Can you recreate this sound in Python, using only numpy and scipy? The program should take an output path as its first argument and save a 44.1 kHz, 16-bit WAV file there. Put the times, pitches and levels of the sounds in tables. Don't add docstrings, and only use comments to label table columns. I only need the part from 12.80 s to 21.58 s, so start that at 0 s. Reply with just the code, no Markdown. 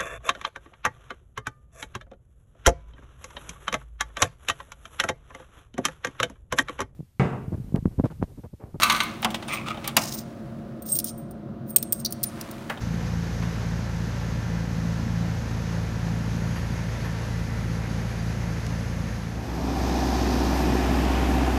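import sys
import numpy as np
from scipy import signal
from scipy.fft import rfft, irfft, next_fast_len
from scipy.io import wavfile
from scipy.ndimage import uniform_filter1d

SR = 44100
rng = np.random.default_rng(int(sys.argv[2]) if len(sys.argv) > 2 else 0)


def file_out(sig):
    cols = np.atleast_2d(sig).T
    lim = np.clip(cols, -1, 1)
    pcm = np.round(lim * 32767).astype(np.int16)
    wavfile.write(sys.argv[1], SR, pcm)


N = 387182
TIME = np.arange(N) / SR

# (frequency [Hz], bandwidth [Hz], level [dB])
INSECT_TRILLS = [(4700, 120, -70), (6120, 60, -69), (6630, 30, -67)]
# (time [s], level [dB])
INSECT_CHIRPS = [(3.776, -53), (3.925, -55.5), (4.075, -57.5), (4.22, -56), (4.37, -56.5), (4.515, -60),
                 (4.66, -60), (4.96, -55), (5.11, -54.5), (5.25, -57), (5.4, -52), (5.7, -58),
                 (5.98, -57.5)]

# (time [s], firing rate [Hz])
FAR_ROLLER_FIRING = [(0, 56.55), (1.3, 56.53), (1.9, 56.38), (2.7, 55.98), (3.3, 56.25), (4.4, 56.4),
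                     (5.2, 56.55), (5.9, 56.8), (6.8, 56.6)]
EXCAVATOR_FIRING = [(0, 82.88), (2.6, 82.98), (5.6, 83.0), (6.1, 83.3)]
CLOSE_FIRING = [(7.0, 63.12), (8.4, 63.22), (8.7, 63.45)]
# (start [s], end [s], boost [dB])
LOAD_SURGES = [(-.2, .95, 3.5), (1.55, 2.72, 6.3), (3.08, 3.95, 5)]
# (order [x cycle rate], level [dB], gain with slowing [dB/Hz], surge share [1])
FAR_ROLLER_HARMONICS = [(4, -35.7, 0, 0), (8, -33.2, 2.6, .08), (10, -48.5, 0, 0), (12, -36.4, 0, .9),
                        (14, -46, 0, .2), (15, -47.5, 0, .3), (16, -45, 1.5, .7), (18, -51, 0, .2),
                        (20, -52.5, 2, .5), (25, -55, 0, 0), (32, -55, 0, 0)]
EXCAVATOR_HARMONICS = {6: -39, 9: -50, 12: -40.8, 36: -56, 54: -61, 84: -65, 98: -63, 110: -63.5, 115:
                       -59.5, 126: -60, 128: -65, 144: -61.5, 156: -66, 180: -65}
# (frequency [Hz], relative density [dB])
FAR_RUMBLE_SPECTRUM = [(20, -32), (40, -9), (60, 1), (100, 3), (140, 7), (165, 3.8), (200, 3), (245, -4),
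                       (300, -6), (400, -18), (700, -43)]
FAR_CLATTER_SPECTRUM = [(150, -44), (330, -2.5), (540, 1.5), (700, -3.5), (950, -3), (1160, -7.5),
                        (1380, -4.5), (1800, -6.5), (2300, -11), (3200, -17), (7000, -25), (9000, -38.5)]
FAR_HISS_SPECTRUM = [(1000, 0.5), (3000, 3), (4700, 5.5), (6450, 7), (7000, -0.5), (8700, -11), (9500, -15),
                     (10200, -6), (11800, -6.5), (12800, -12), (14000, -29)]

# (time [s], ring level [dB], plate level [dB], clack level [dB])
FAR_CLANKS = [(.625, -59, -48.5, -35.7), (2.765, -61, -54, -45), (3.266, -66, -53, -41.5),
              (3.758, -52.5, -45, -38), (4.246, -52.5, -41, -39.5), (5.305, -61, -56, -53)]
# (frequency [Hz], bandwidth [Hz], decay [s])
CLANK_RING, CLANK_PLATE, CLANK_CLACK = (11350, 900, .03), (1760, 170, .045), (1100, 1500, .03)
# (time [s], onset level [dB], frequency [Hz], bandwidth [Hz], decay [s])
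DRY_SNAP = (5.8655, -31.3, 3900, 5600, .0018)
# (time [s], envelope peak [dB], frequency [Hz], length [s])
PANEL_THUD = (7.9535, -15.5, 400, .009)

PASSING_PARTS = { "cooler": (7.44, 0.35, -40.5), "gears": (7.95, 1.3, -36.5), "block": (8.52, 1, -35.5),
                 "tyre": (8.36, 0.22, -42), "panels": (8, 1.66, -26.5), "exhaust": (8.6, 1.17, -23.5),
                 "drum": (7.8, 1.0, -47.5), }
# (time [s], frequency [Hz], level [dB])
WHISTLE_PATH = [(6.7, 8620, -65), (7.15, 8700, -68), (7.38, 9420, -66), (7.55, 9300, -62), (7.8, 8750, -62),
                (8.02, 8680, -64), (8.15, 9000, -64), (8.28, 9600, -64), (8.4, 10050, -59),
                (8.78, 10700, -58.5)]
# (start [s], rise [s], end [s], fall [s])
SIZZLE_ENVELOPE = (7.2, .55, 7.95, .15)
GEAR_HARMONICS = {23: -38, 36: -50, 38: -48.5, 40: -50, 42: -46, 44: -47.5, 48: -42.5, 49: -49, 52: -51, 58:
                  -45.5, 108: -52, 110: -54, 156: -55}
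CLOSE_EXHAUST_HARMONICS = {3: -48, 4: -24.7, 8: -41, 13: -45, 16: -34.8, 17: -35.8, 19: -41.5, 20: -42.5}
# (frequency [Hz], relative density [dB])
GRIT_SPECTRUM = [(3000, -2), (8000, -0.5), (9700, -2), (11000, 2.5), (12300, 4.5), (14000, -0.5)]
TYRE_SPECTRUM = [(1000, -20), (2000, -0.5), (2500, -1), (3200, 0.5), (3900, -15), (8000, -40)]
COOLER_SPECTRUM = [(2000, -23), (3650, 2), (4200, 0.5), (5000, 5), (5600, 2), (6300, 1.5), (7200, -10),
                   (8300, -31), (11000, -27)]
BLOCK_SPECTRUM = [(500, -2.5), (1220, 7), (1450, 5), (1720, 6), (2150, 1), (2480, 2.5), (3200, -4.5),
                  (4100, -6.5), (4700, -7.5), (7200, -11), (14000, -35)]
PANEL_SPECTRUM = [(20, -32), (60, -9), (120, -1.8), (175, -.7), (260, 0), (370, -4.5), (480, -10.5),
                  (550, -12), (640, -9), (770, -5), (830, -7.5), (880, -11), (1060, -12.5), (1170, -19),
                  (1600, -30), (8000, -70)]

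CREEP_M_PER_S = 0.76


def undb(db):
    return 10 ** (np.asarray(db) / 20)


def unit(x):
    return x / np.sqrt(np.mean(x ** 2))


def curves(table):
    times, *columns = np.transpose(table)
    return [np.interp(TIME, times, column) for column in columns]


def noise():
    return rng.standard_normal(N)


def drift(rate_hz):
    hold = max(int(SR / rate_hz), 1)
    steps = np.repeat(rng.standard_normal(N // hold + 1), hold)
    return 1.3 * uniform_filter1d(uniform_filter1d(steps, hold), hold)[:N]


def swell(start_s, rise_s, end_s, fall_s):
    return np.clip(np.minimum((TIME - start_s) / rise_s, (end_s - TIME) / fall_s), 0, 1)


def fade_in(start_s, rise_s):
    return np.clip((TIME - start_s) / rise_s, 0, 1)


def bump(centre_s, length_s):
    return np.cos(np.pi * np.clip((TIME - centre_s) / length_s, -.5, .5)) ** 2


def colour(x, spectrum):
    size = next_fast_len(N)
    hz, db = np.transpose(spectrum)
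    bins = np.maximum(np.fft.rfftfreq(size, 1 / SR), 1)
    gain = undb(np.interp(np.log(bins), np.log(hz), db))
    return unit(irfft(rfft(x, size) * gain, size)[:N])


def resonate(x, hz, width_hz):
    b, a = signal.iirpeak(hz, hz / width_hz, fs=SR)
    return unit(signal.lfilter(b, a, signal.lfilter(b, a, x)))


def crank(firing_hz, hunt, cylinders):
    return np.cumsum(firing_hz / cylinders * (1 + hunt * drift(6))) / SR


def harmonics(cycles, levels, waver_db):
    out = 0
    for order, db in levels.items():
        exposure = min(order / 20, 1)
        phase = 2 * np.pi * order * cycles + 0.3 * exposure * drift(6)
        amplitude = np.sqrt(2) * undb(db + exposure * waver_db * drift(6.3))
        out = out + amplitude * np.cos(phase)
    return out


def knocks(cycles, repeat, depth, cylinders):
    samples_per_cycle = N / cycles[-1]
    repeating = noise()[(cycles % 1 * samples_per_cycle).astype(int)]
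    bursts = 1 + depth * np.cos(2 * np.pi * cylinders * cycles)
    return bursts * (np.sqrt(repeat) * repeating + np.sqrt(1 - repeat) * noise())


def muffler(x, hz, width_hz):
    return x - 2 * signal.lfilter(*signal.iirpeak(hz, hz / width_hz, fs=SR), x)


def passing(part):
    abreast_s, nearest_m, db = PASSING_PARTS[part]
    distance_m = np.hypot(nearest_m, CREEP_M_PER_S * (TIME - abreast_s))
    return undb(db) * nearest_m / distance_m


def insects():
    chirp_hz = 4690 * (1 + .013 * drift(400))
    tone = np.sqrt(2) * np.sin(2 * np.pi * np.cumsum(chirp_hz) / SR)
    chirps = tone * sum(undb(db) * bump(s, length_s=.06) for s, db in INSECT_CHIRPS)
    trills = sum(resonate(noise(), hz, width) * undb(db + 2.7 * drift(3.43))
                 for hz, width, db in INSECT_TRILLS)
    buzz = resonate(noise(), hz=10500, width_hz=3000) * undb(-63.3)
    return chirps + fade_in(start_s=2.4, rise_s=1.3) * (trills + buzz)


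def distant_hiss():
    return colour(noise(), FAR_HISS_SPECTRUM) * undb(-49.5 + 0.82 * drift(25.06))


def loose_covers():
    rattle = resonate(noise(), hz=1980, width_hz=900) * undb(-52.5 + 2.0 * drift(60))
    return rattle * fade_in(start_s=2.8, rise_s=.8)


def distant_diesels():
    firing_hz = curves(FAR_ROLLER_FIRING)[0]
    roller = crank(firing_hz, hunt=.0004, cylinders=4)
    excavator = crank(curves(EXCAVATOR_FIRING)[0], hunt=.0001, cylinders=6)
    surge_db = sum(db * swell(start, 0.28, end, 0.31) for start, end, db in LOAD_SURGES)
    droop_hz = firing_hz.mean() - firing_hz
    levels = {order: db + per_hz * droop_hz + share * surge_db
              for order, db, per_hz, share in FAR_ROLLER_HARMONICS}
    exhausts = muffler(harmonics(roller, levels, waver_db=1.1), hz=169, width_hz=120)
    exhausts += harmonics(excavator, EXCAVATOR_HARMONICS, waver_db=1.6)
    chug = knocks(roller, repeat=0.1, depth=0.25, cylinders=4)
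    rumble = colour(chug, FAR_RUMBLE_SPECTRUM) * undb(-35 + 0.16 * surge_db + 0.9 * drift(9))
    knocking = knocks(excavator, repeat=0.42, depth=0.07, cylinders=6)
    knocking += 0.91 * knocks(roller, repeat=0.3, depth=0.04, cylinders=4)
    clatter = colour(knocking, FAR_CLATTER_SPECTRUM) * undb(-40.5 + 0.51 * drift(14))
    return exhausts + rumble + clatter


def strike(start_s, db, hz, width_hz, decay_s):
    t = TIME[:SR // 4]
    ring = resonate(rng.standard_normal(len(t)), hz, width_hz)
    burst = undb(db) * ring * np.exp(-t / decay_s)
    return np.pad(burst, (int(start_s * SR), N))[:N]


def clanks():
    modes = CLANK_RING, CLANK_PLATE, CLANK_CLACK
    return sum(strike(s, db, *mode) for s, *levels in FAR_CLANKS for db, mode in zip(levels, modes))


def thud(centre_s, db, hz, length_s):
    return undb(db) * bump(centre_s, length_s) * np.sin(2 * np.pi * hz * (TIME - centre_s))


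def whistle():
    hz, db = curves(WHISTLE_PATH)
    jitter = np.interp(hz, [9300, 10200], [.013, .025])
    phase = 2 * np.pi * np.cumsum(hz * (1 + jitter * drift(700))) / SR
    return np.sqrt(2) * undb(db + 1.8 * drift(18)) * np.sin(phase)


def gravel():
    crackle = noise() * undb(.8 * rng.exponential(size=N) + .7 * drift(20))
    grit = colour(crackle, GRIT_SPECTRUM) * passing("drum")
    sizzle = resonate(noise(), hz=12800, width_hz=2400) * undb(-54) * swell(*SIZZLE_ENVELOPE) ** 2
    rasp = colour(noise(), TYRE_SPECTRUM) * passing("tyre") * undb(1.3 * drift(150))
    return grit + sizzle + rasp


def cooling_air(cycles):
    flow = knocks(cycles, repeat=.05, depth=0.11, cylinders=4)
    return colour(flow, COOLER_SPECTRUM) * passing("cooler")


def block_and_panels(cycles):
    block = colour(knocks(cycles, repeat=0.16, depth=0.086, cylinders=4), BLOCK_SPECTRUM)
    panels = colour(knocks(cycles, repeat=0.18, depth=0.031, cylinders=4), PANEL_SPECTRUM)
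    return block * passing("block") + panels * passing("panels") * undb(0.4 * drift(10))


def close_roller():
    cycles = crank(curves(CLOSE_FIRING)[0], hunt=.001, cylinders=4)
    gears = unit(harmonics(cycles, GEAR_HARMONICS, waver_db=3)) * passing("gears")
    pulses = harmonics(cycles, CLOSE_EXHAUST_HARMONICS, waver_db=2.2)
    exhaust = unit(muffler(pulses, hz=265, width_hz=60)) * passing("exhaust")
    return cooling_air(cycles) + block_and_panels(cycles) + gears + exhaust


def scene():
    site = insects() + distant_hiss() + loose_covers() + distant_diesels()
    site *= swell(start_s=0, rise_s=.01, end_s=7.23, fall_s=0.99)
    impacts = clanks() + strike(*DRY_SNAP) + thud(*PANEL_THUD)
    close = (whistle() + gravel() + close_roller()) * fade_in(start_s=6.407, rise_s=0.68)
    return (site + impacts + close)[None]


def record(dry):
    cutoff_hz = 13950
    return signal.sosfilt(signal.ellip(12, .1, 80, cutoff_hz, fs=SR, output="sos"), dry)


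dry = scene()
out = record(dry)
file_out(out)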